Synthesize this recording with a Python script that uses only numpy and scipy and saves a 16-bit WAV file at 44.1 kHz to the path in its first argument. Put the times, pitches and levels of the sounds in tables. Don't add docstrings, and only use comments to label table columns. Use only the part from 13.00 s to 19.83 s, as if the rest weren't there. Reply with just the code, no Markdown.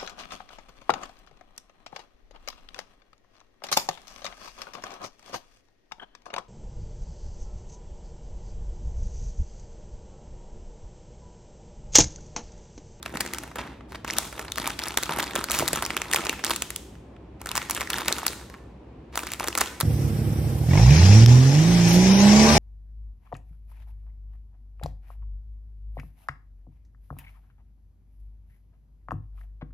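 import sys
import numpy as np
from scipy import signal
from scipy.fft import rfft, irfft, next_fast_len
from scipy.io import wavfile
from scipy.ndimage import uniform_filter1d

SR = 44100
rng = np.random.default_rng(int(sys.argv[2]) if len(sys.argv) > 2 else 0)


def unload_wav(signal):
    wavfile.write(
        sys.argv[1],
        SR,
        np.round(np.clip(np.atleast_2d(signal).T, -1, 1) * 32767).astype(np.int16),
    )


N = 301203
TIME = np.arange(N) / SR
SHORT = np.arange(2048) / SR
BINS = np.fft.rfftfreq(len(SHORT), 1 / SR)[1:]


def undb(db):
    return 10 ** (np.asarray(db) / 20)


def at(points, hz):
    f, value = np.transpose(points)
    return np.interp(np.log(np.maximum(hz, 1)), np.log(f), value)


def unit(x):
    return x / np.sqrt(np.mean(x ** 2))


def colour(x, points):
    size = 2 * next_fast_len(x.shape[-1])
    log_gain = np.log(undb(at(points, np.fft.rfftfreq(size, 1 / SR))))
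    cepstrum = irfft(log_gain)
    cepstrum[1:size // 2] *= 2
    cepstrum[size // 2 + 1:] = 0
    response = np.exp(rfft(cepstrum))
    return irfft(rfft(x, size) * response)[..., :x.shape[-1]]


def add(out, s, sound):
    start = max(int(s * SR), 0)
    part = sound[..., :max(N - start, 0)]
    out[..., start:start + part.shape[-1]] += part


def stereo(mid, side):
    side = colour(side, [(60, -25.5), (250, -20.5), (500, -1.5), (1200, -3.5), (4000, 1.0)])
    return np.array([mid + side, mid - side])


# (frequency [Hz], level [dB])
AIR_COLOUR = [(25, -26.5), (50, 0), (100, -0.5), (200, -1.5), (350, -2.5), (500, -9.5), (700, -14),
              (1000, -16.5), (1400, -26), (2500, -29.5), (4000, -39), (8000, -52), (16000, -68)]
# (frequency [Hz], level [dB])
HUM_LINES = [(49, -59.5), (60, -51.5), (68.3, -54.5), (107.7, -59.5)]
AIR_DB = -47


def air(width=0.75):
    mid, side = (unit(colour(noise, AIR_COLOUR)) for noise in rng.standard_normal((2, N)))
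    hum = 0
    for hz, db in HUM_LINES:
        cycles = hz * TIME + rng.random()
        hum = hum + undb(db) * np.sqrt(2) * np.sin(2 * np.pi * cycles)
    return undb(AIR_DB) * stereo(mid, width * side) + hum


# (frequency [Hz], time to fall 60 dB [s])
REVERBERATION = [(200, 1.5), (1000, 0.67), (3000, 0.73), (14000, .5)]
# (frequency [Hz], gain [dB])
ROOM_GAIN = [(100, 0.5), (500, -2.5), (4000, -1.5), (8000, -3), (15000, -7)]


def room(x, tail_db=-10, early_db=-13, early_s=0.0021, width=0.52):
    t = np.arange(SR) / SR
    hz = np.fft.rfftfreq(len(t), 1 / SR)
    noise = rfft(rng.standard_normal((2, len(t))))
    bands = np.array(REVERBERATION)
    tail = 0
    for share, t60 in zip(np.eye(len(bands)), bands[:, 1]):
        band = irfft(noise * at(np.c_[bands[:, 0], share], hz), len(t))
        tail = tail + band * np.exp(-np.log(1000) * t / t60)
    tail = tail * (1 - np.exp(-t / 0.00073))
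    early = rng.standard_normal((2, len(t))) * np.exp(-t / early_s) * (t > .002)
    response = undb(tail_db) * tail / np.linalg.norm(tail[0])
    response = response + undb(early_db) * early / np.linalg.norm(early[0])
    mid, side = signal.fftconvolve(x[None], colour(response, ROOM_GAIN), axes=1)[:, :N]
    return stereo(mid, width * side)


# (frequency [Hz], lead of the left [rad])
PHASE_LEAD = [(350, 0), (580, 1.2), (860, 0.5), (1400, -0.13), (3200, 0.7), (4400, -1.02), (7000, -1.38),
              (14000, -1.6)]
# (frequency [Hz], left minus right [dB])
LEVEL_LEAD = [(200, -0.5), (380, 1.5), (700, -3), (1290, 0.5), (2380, -1), (4400, 1), (9000, 0)]


def ports(x):
    hz = np.fft.rfftfreq(2 * N, 1 / SR)
    half = np.array([[.5], [-.5]])
    gain = undb(half * at(LEVEL_LEAD, hz))
    turn = np.exp(1j * half * at(PHASE_LEAD, hz))
    return irfft(rfft(x, 2 * N) * gain * turn)[:, :N]


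def thud(hz, decay_s, push_s, spread, sag, count=7):
    t = np.arange(SR // 5) / SR
    place = np.linspace(-1, 1, count) + rng.uniform(-1.1, 1, count) / count
    modes = hz * np.exp(spread * place)
    cycles = modes[:, None] * (t + sag * decay_s * (1 - np.exp(-t / decay_s)))
    waves = np.sin(2 * np.pi * cycles)
    envelope = np.exp(-t / decay_s) * (1 - np.exp(-t / push_s))
    sound = signal.windows.cosine(count) @ waves * envelope
    return sound / np.abs(sound).max()


# (time [s], level [dB], pitch [Hz])
FAINT_TONES = [(5.5, -52, 1080), (5.581, -61, 1770)]


def rings(decay_s=.06):
    out = np.zeros(N)
    for s, db, hz in FAINT_TONES:
        add(out, s, undb(db) * thud(hz, decay_s, push_s=.005, spread=0, sag=0, count=1))
    return out


# (time [s], level [dB], nominal pitch [Hz])
SOFT_KNOCKS = [(.139, -28, 530), (.152, -28, 185), (.585, -28, 260), (1.186, -17, 816), (1.405, -35, 333),
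               (1.676, -16, 902), (2.114, -21, 740), (2.347, -27, 332), (2.624, -13.5, 630),
               (2.631, -22, 307), (2.683, -20, 830), (2.732, -19.5, 428), (2.823, -19.5, 994),
               (3.295, -22.5, 347), (3.508, -23, 750), (5.085, -21, 695), (5.108, -22.5, 508),
               (5.231, -19.5, 853), (5.301, -29.5, 350), (6.175, -13, 1054), (6.234, -28.5, 345),
               (6.485, -24.5, 362), (6.552, -23.5, 417)]
# (time [s], level [dB])
TABLE_BUMPS = [(2.592, -28), (2.735, -30.5)]
KNOCK_CYCLES = 2.8


def knocks(table_hz=105):
    out = np.zeros(N)
    for s, db, hz in SOFT_KNOCKS:
        add(out, s, undb(db) * thud(hz, decay_s=KNOCK_CYCLES / hz, push_s=.0007, spread=.25, sag=.2))
    for s, db in TABLE_BUMPS:
        add(out, s, undb(db) * thud(table_hz, decay_s=0.022, push_s=0.0052, spread=.7, sag=0))
    return out


def buckles(rate, spread_db):
    when, strength = rng.random((int(rate * N / SR), 2)).T
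    return (when * N).astype(int), undb(spread_db * strength ** 3)


def grains(ticks, low_hz, high_hz, decay_s, scatter, count):
    when, size = ticks
    t = SHORT[:int(6 * decay_s * SR) + 8]
    place, phase, skew = np.split(rng.random((len(when), 3 * count, 1)), 3, axis=1)
    cycles = (low_hz + (high_hz - low_hz) * place) * t + phase
    envelope = size[:, None] * np.exp(-t / decay_s) * (1 - np.exp(-4 * t / decay_s))
    where = when[:, None] + np.arange(len(t))
    pair = []
    for side in (1, -1):
        waves = np.sin(2 * np.pi * cycles + side * scatter * (skew - .5)).sum(axis=1) * envelope
        pair.append(np.bincount(where.ravel(), waves.ravel(), N)[:N])
    return unit(np.array(pair))


# (time [s], duration [s], level [dB], treble tilt [dB/octave])
FINGER_SKIDS = [(0.574, 0.24, -50.5, -10.5), (0.579, 0.045, -38, -7), (0.882, 0.15, -57, -5),
                (0.944, 0.025, -39.5, -9.5), (1.158, 0.1, -42.5, -6.5), (2.1, 0.15, -43.5, -23.5),
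                (2.515, 0.15, -32, -1.5), (4.393, 0.061, -57, -7), (6.121, 0.1, -49, -7),
                (6.16, 0.075, -44, 5), (6.596, 0.05, -33, -6)]


def skids(attack_share=0.13):
    ticks = buckles(rate=1500, spread_db=1.5)
    rasp = grains(ticks, low_hz=493, high_hz=14200, decay_s=0.000085, scatter=0.76, count=4)
    out = np.zeros((2, N))
    for s, duration, db, tilt in FINGER_SKIDS:
        progress = np.linspace(0, 1, int(duration * SR))
        start = int(s * SR)
        piece = rasp[:, start:start + len(progress)]
        sound = colour(piece, [(250, 0.0), (900, 6), (2200, 1.0), (17000, 3 * tilt)])
        envelope = (1 - np.exp(-progress / attack_share)) * (1 - progress)
        add(out, s, undb(db) * unit(sound * envelope))
    return out


# (time [s], duration [s], rustle of the panels, level [dB], crackle of the creases, level [dB])
HAND_MOVES = [(0.045, 0.086, -47, -54), (0.134, 0.29, -43.5, -49.5), (0.558, 0.066, -43.5, -57),
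              (1.063, 0.17, -40, -42), (1.344, 0.085, -44.5, -48.5), (1.568, 0.12, -40, -40.5),
              (1.778, 0.15, -42.5, -46), (2.05, 0.22, -37.5, -42), (2.297, 0.12, -39, -44.5),
              (2.478, 0.36, -37.5, -44), (2.89, 0.25, -41.5, -46), (3.095, 0.23, -38.5, -46),
              (3.446, 0.075, -40, -38.5), (4.437, 0.099, -43.5, -49.5), (4.538, 0.089, -40.5, -44),
              (4.686, 0.12, -43, -43), (4.886, 0.24, -35.5, -38), (5.138, 0.17, -46.5, -47.5),
              (5.36, 0.057, -58.5, -71), (5.495, 0.08, -59.5, -66), (6.174, 0.14, -47, -43),
              (6.387, 0.064, -38.5, -41.5), (6.563, 0.09, -42, -41)]
MOVE_ATTACK_S, MOVE_RELEASE_S = 0.01, 0.045
SETTLE_DB, SETTLE_S = -26, .13
FIT_S, FIT_DB = .016, 3


def grip():
    gain = np.zeros((2, N))
    for s, length, rustle_db, crackle_db in HAND_MOVES:
        age = np.maximum(TIME - s, 0)
        after = np.maximum(age - length, 0)
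        release = np.exp(-after / MOVE_RELEASE_S) + undb(SETTLE_DB) * np.exp(-after / SETTLE_S)
        envelope = (1 - np.exp(-age / MOVE_ATTACK_S)) * release
        gain += undb([[rustle_db], [crackle_db]]) * envelope
    fits = rng.standard_normal(size=2048)
    return gain * undb(FIT_DB * np.interp(TIME / FIT_S, np.arange(len(fits)), fits))


# (frequency [Hz], gain [dB])
RUSTLE_GAIN = [(90, -7.5), (170, -1), (350, 3), (550, -5), (850, 1), (1300, 1), (2100, -2.5), (3200, -10.5),
               (6000, -23)]
# (frequency [Hz], gain [dB])
CRACKLE_GAIN = [(1200, -9), (2400, -1), (3500, 0.5), (5000, -5.5), (7500, -5.5), (11000, -7.5),
                (15500, -13.5), (17000, -27.5)]


def crinkle(flutter_db=-8):
    ticks = buckles(rate=430, spread_db=17)
    rustle = grains(ticks, low_hz=150, high_hz=3790, decay_s=0.0011, scatter=.15, count=3)
    crackle = grains(ticks, low_hz=1510, high_hz=15000, decay_s=0.00031, scatter=0.53, count=3)
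    flaps = buckles(rate=220, spread_db=6)
    flutter = grains(flaps, low_hz=120, high_hz=1398, decay_s=0.0029, scatter=0, count=2)
    rustle = unit(colour(rustle + undb(flutter_db) * flutter, RUSTLE_GAIN))
    crackle = unit(colour(crackle, CRACKLE_GAIN))
    rustle_gain, crackle_gain = grip()
    return rustle_gain * rustle + crackle_gain * crackle


LEAD_S = .004
EVEN = .2


def ring(points, decay_s, tail_s, tail_db, rise_s, scatter, chatter_db=6):
    t = SHORT - LEAD_S
    after = np.maximum(t, 0)
    wander = unit(uniform_filter1d(rng.standard_normal(len(t)), size=36)).clip(-2, 2)
    chatter = unit(undb(chatter_db * wander))
    rise = np.exp(np.minimum(t, 0) / rise_s)
    decay = np.exp(-after / decay_s) + undb(tail_db) * chatter * np.exp(-after / tail_s)
    mid, side = rng.standard_normal((2, len(t))) * rise * decay
    ripple_db = 10 * np.log10(uniform_filter1d(np.abs(rfft(mid)[1:]) ** 2, size=25))
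    pair = np.array([mid + scatter * side, mid - scatter * side])
    sound = colour(pair, np.c_[BINS, at(points, BINS) - EVEN * ripple_db])
    return sound / np.sqrt(np.sum(sound ** 2) / 2)


def resonance(points, hz, lift_db, octaves=0.36):
    bump = np.exp(-(np.log2(BINS / hz) / octaves) ** 2)
    return np.c_[BINS, at(points, BINS) + lift_db * bump]


def all_round(parts):
    power = sum((undb(db) * unit(undb(at(points, BINS)))) ** 2 for db, points in parts)
    return colour(signal.unit_impulse(len(SHORT)), np.c_[BINS, 10 * np.log10(power)])


# (frequency [Hz], level [dB])
CRACK_SPECTRUM = [(500, -24), (1200, -6.5), (2200, -1), (5000, -1), (8000, -8), (14000, -28)]
# (frequency [Hz], level [dB])
BODY_SPECTRUM = [(120, -9.5), (400, -2.5), (800, -0.5), (1300, 2.5), (1900, -1.5), (2800, -8.5),
                 (12000, -50.5)]
# (frequency [Hz], level [dB])
EDGE_SPECTRUM = [(1500, -22), (4200, -2), (6300, 4), (8000, 5), (10000, 1), (12000, 3.5), (13500, -5.5),
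                 (15500, -1), (17000, -22)]
SNAP_S = .01
SCATTER = .24
PANEL_HZ, PANEL_OCTAVES_PER_DB, PANEL_SPREAD_OCTAVES = 1180, 0.16, 0.37
MIRROR_MIN_S, MIRROR_MAX_S, MIRROR_DB = .0002, .0009, -9.5


def snap(crack_db, body_db, edge_db, crack_hz):
    rise = PANEL_OCTAVES_PER_DB * (edge_db - body_db)
    panel_hz = PANEL_HZ * 2 ** (rise + PANEL_SPREAD_OCTAVES * rng.standard_normal())
    crease = resonance(CRACK_SPECTRUM, crack_hz, lift_db=12)
    panel = resonance(BODY_SPECTRUM, panel_hz, lift_db=7)
    crack = ring(crease, decay_s=.00037, tail_s=.0029, tail_db=-15.5, rise_s=.00022, scatter=SCATTER)
    sharp = ring(EDGE_SPECTRUM, decay_s=.00021, tail_s=.0018, tail_db=-22, rise_s=.00022, scatter=SCATTER)
    body = ring(panel, decay_s=.00055, tail_s=.006, tail_db=-15, rise_s=.00025, scatter=.12)
    click = undb(crack_db) * crack + undb(edge_db) * sharp
    lag = int(SR * (MIRROR_MIN_S + (MIRROR_MAX_S - MIRROR_MIN_S) * rng.random()))
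    mirrored = click + undb(MIRROR_DB) * np.roll(click, lag, axis=1)
    click = mirrored / np.hypot(1, undb(MIRROR_DB))
    outward = all_round([(crack_db, crease), (edge_db, EDGE_SPECTRUM), (body_db, panel)])
    return np.sqrt(SNAP_S * SR) * np.vstack([click + undb(body_db) * body, outward])


# (time [s], crack level [dB],
# body of the panel, level [dB], bright edge, level [dB], pitch of the crack [Hz])
CREASE_SNAPS = [(0.0288, -42.5, -43, -41.5, 3600), (0.061, -36.5, -34.5, -44.5, 2250),
                (0.172, -32.5, -36, -37.5, 1890), (0.2071, -27.5, -32, -27.5, 1870),
                (0.2113, -35.0, -39, -31, 1903), (0.263, -38, -45, -42.5, 1900),
                (0.3362, -34.5, -42.5, -32.5, 1930), (0.3472, -42.5, -43, -40, 3200),
                (0.385, -37.5, -39.5, -36, 6260), (0.436, -46.5, -39, -45, 2696),
                (0.5154, -59, -45, -63, 2200), (0.5579, -51, -36, -43, 3990),
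                (0.5861, -40, -36, -48.5, 3184), (0.8083, -67, -48.5, -81, 2000),
                (0.9217, -55, -41.5, -54.5, 3880), (0.9573, -47.5, -46.5, -59, 4440),
                (1.0474, -44.5, -33, -47.5, 6000), (1.078, -37, -42.5, -49, 2700),
                (1.1013, -30, -51, -48.5, 2080), (1.108, -30.5, -46.5, -45, 6200),
                (1.1359, -36, -49, -37, 2720), (1.185, -27.5, -35, -19, 3630),
                (1.3272, -62, -40.5, -49.5, 5000), (1.3943, -46.5, -32.5, -40.5, 6000),
                (1.482, -44, -39.5, -58, 4270), (1.5205, -32.5, -47, -34.5, 3650),
                (1.5588, -41, -44, -41, 3500), (1.5772, -41.5, -35, -39.5, 1950),
                (1.583, -29.5, -32, -32.5, 1925), (1.6439, -41.5, -34, -51, 2300),
                (1.6681, -33, -34.5, -47.5, 2300), (1.6753, -44.5, -37, -29, 3500),
                (1.704, -34.5, -36.0, -44.5, 2700), (1.7914, -29, -37.5, -37, 2164),
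                (1.7986, -37, -38.5, -42.5, 2440), (1.8375, -32.5, -37.5, -37, 6210),
                (1.876, -37.5, -40, -45.5, 1900), (1.884, -54, -46.5, -33, 3000),
                (1.9742, -24.5, -22.5, -22, 3500), (1.9843, -45, -31.5, -37, 4050),
                (2.0286, -35, -37, -37, 1900), (2.0342, -32, -34, -29, 4250),
                (2.0581, -40, -44, -46.5, 3800), (2.094, -59, -27.5, -44, 3505),
                (2.1873, -37.5, -30, -33.5, 2100), (2.2034, -35, -36, -35, 2990),
                (2.2281, -32, -43, -36, 3270), (2.2408, -37.5, -45, -41, 4180),
                (2.3548, -44.5, -30.5, -29.5, 3500), (2.3604, -29.5, -25, -33.5, 3220),
                (2.4119, -42, -35, -48, 2500), (2.4416, -34.0, -33, -31, 4240),
                (2.4869, -39, -38, -52.5, 2520), (2.4996, -32.5, -36, -46.5, 6000),
                (2.5094, -33.5, -34.5, -29.5, 2720), (2.5173, -38.0, -47.5, -24.5, 2720),
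                (2.5483, -30.5, -32.5, -30, 2710), (2.5893, -34.5, -33.5, -25, 3000),
                (2.5963, -33, -29.5, -29.5, 2950), (2.6792, -28, -43, -26, 4030),
                (2.6846, -44.5, -33, -27.5, 1930), (2.732, -32, -30.5, -24.5, 4610),
                (2.759, -41.5, -31.5, -30, 2740), (2.7749, -43, -35, -47, 2490),
                (2.8244, -37.5, -28.5, -31, 3200), (2.8521, -33.5, -37, -36.5, 5000),
                (2.8631, -34.5, -37, -34.5, 2714), (2.9051, -29.5, -31.5, -47.5, 2054),
                (2.9677, -29, -26.5, -29.5, 2550), (2.9754, -33.5, -42.5, -49, 3230),
                (3.018, -29, -33, -36, 2246), (3.114, -36, -36.5, -33.5, 3200),
                (3.1289, -40.5, -38.5, -32.5, 2750), (3.1347, -21.5, -34.5, -22.5, 1836),
                (3.1457, -33, -24.5, -25.5, 5020), (3.1611, -24, -33.5, -26, 2560),
                (3.1659, -32, -32, -33, 2530), (3.2515, -38, -42, -35, 6200),
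                (3.2574, -39, -32.5, -46.5, 2210), (3.2685, -30, -31.5, -42.5, 2540),
                (3.2952, -23.5, -36, -25.5, 2570), (3.393, -51, -38.5, -50, 2300),
                (3.4399, -30.5, -28.5, -41, 5500), (3.4474, -32.5, -34, -24, 3430),
                (3.4659, -29.5, -34.5, -42.5, 5970), (3.507, -32.5, -28.5, -28.5, 3180),
                (3.5137, -34, -31, -31.5, 2500), (3.562, -35.5, -45, -29.5, 3150),
                (3.6222, -30.5, -32, -26, 2960), (3.7051, -36.5, -40.5, -33, 1920),
                (3.7619, -37, -46, -29.5, 3220), (3.954, -64.5, -56.5, -72.5, 2500),
                (4.165, -65, -56.5, -85, 2500), (4.416, -63, -41.5, -44.5, 2500),
                (4.46, -55.5, -35, -36, 2090), (4.491, -35.5, -38.5, -39.5, 3440),
                (4.5157, -31.5, -38.5, -35, 2520), (4.5546, -40.5, -32, -29.5, 2996),
                (4.5634, -36.5, -35, -33, 3200), (4.5711, -32.5, -39, -30.5, 1900),
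                (4.5781, -25, -27.5, -29.5, 1900), (4.6178, -37, -35.5, -50.5, 2500),
                (4.6985, -37.5, -29.5, -29.5, 2700), (4.7097, -41, -35.5, -25, 2300),
                (4.7492, -42, -42.5, -31.5, 3500), (4.776, -41.5, -32.5, -44, 2720),
                (4.809, -30.5, -32.5, -33, 1910), (4.8157, -30.5, -29.5, -38.5, 1900),
                (4.8291, -38.5, -38.5, -51, 2500), (4.874, -37.5, -48.5, -55, 1910),
                (4.9027, -29.5, -31.5, -27.5, 2500), (4.933, -27.5, -36.5, -33, 3480),
                (4.9842, -39, -31, -33, 3180), (5.008, -41, -35, -39.5, 3900),
                (5.0825, -22.5, -26.5, -23.5, 1860), (5.126, -26, -35, -26, 4200),
                (5.1663, -40.5, -42.5, -50, 3000), (5.1842, -44, -34.5, -35, 3200),
                (5.2327, -53, -42.5, -45.5, 5500), (5.2662, -39.5, -28, -21, 1860),
                (5.2809, -28, -36.5, -33, 4130), (5.4121, -64, -50, -61.5, 2500),
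                (5.4997, -55.0, -46.5, -55.5, 6000), (5.541, -59.5, -43.5, -62.5, 1890),
                (6.1567, -38.5, -35, -35, 4200), (6.1759, -35, -28.5, -30.5, 3200),
                (6.192, -35, -37, -39, 2500), (6.2337, -49, -37, -44, 4600),
                (6.2695, -37.5, -38.5, -37, 1900), (6.3187, -42.0, -38.5, -34.5, 2300),
                (6.336, -35, -40, -32.5, 1900), (6.3985, -36, -36.0, -35, 2500),
                (6.4422, -56, -32.5, -36.5, 3180), (6.475, -36.5, -35, -33, 3250),
                (6.4841, -31.5, -30.5, -28, 6140), (6.528, -39, -44, -51, 2980),
                (6.5527, -31, -30.5, -31, 2070), (6.5767, -52, -26.5, -24.5, 6000),
                (6.586, -44, -32, -29.5, 3500), (6.6099, -41, -30, -23.5, 3500),
                (6.6139, -23.5, -21.5, -27, 2030), (6.66, -41, -43, -43, 3000),
                (6.8032, -43, -34, -28.5, 2280), (6.8103, -27.5, -26, -24.5, 3550)]
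CHAIN_WAIT_S, CHAIN_DB = .0028, -17
CHAIN_PER_SLACK = 0.84


def snaps():
    out = np.zeros((3, N))
    for s, crack, body, edge, hz in CREASE_SNAPS:
        add(out, s - LEAD_S, snap(crack, body, edge, hz))
        chain_db = min(CHAIN_DB + CHAIN_PER_SLACK * (body - crack), -5)
        wait = CHAIN_WAIT_S * (.5 + rng.exponential())
        add(out, s + wait - LEAD_S, undb(chain_db) * snap(crack, body, edge, hz))
    return out


def scene(snaps_db=0.5):
    cracks = undb(snaps_db) * snaps()
    handling = crinkle() + skids() + knocks() + rings()
    direct = ports(cracks[:2] + handling)
    echo = room(cracks[2] + handling.mean(axis=0))
    return direct + echo + air()


TOP_HZ = 16100


def record(dry):
    dry = signal.sosfilt(signal.butter(3, 38, "high", fs=SR, output="sos"), dry)
    dry = .9 * np.tanh(dry / .9)
    return signal.sosfilt(signal.ellip(8, .2, 70, TOP_HZ, fs=SR, output="sos"), dry)


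dry = scene()
out = record(dry)
unload_wav(out)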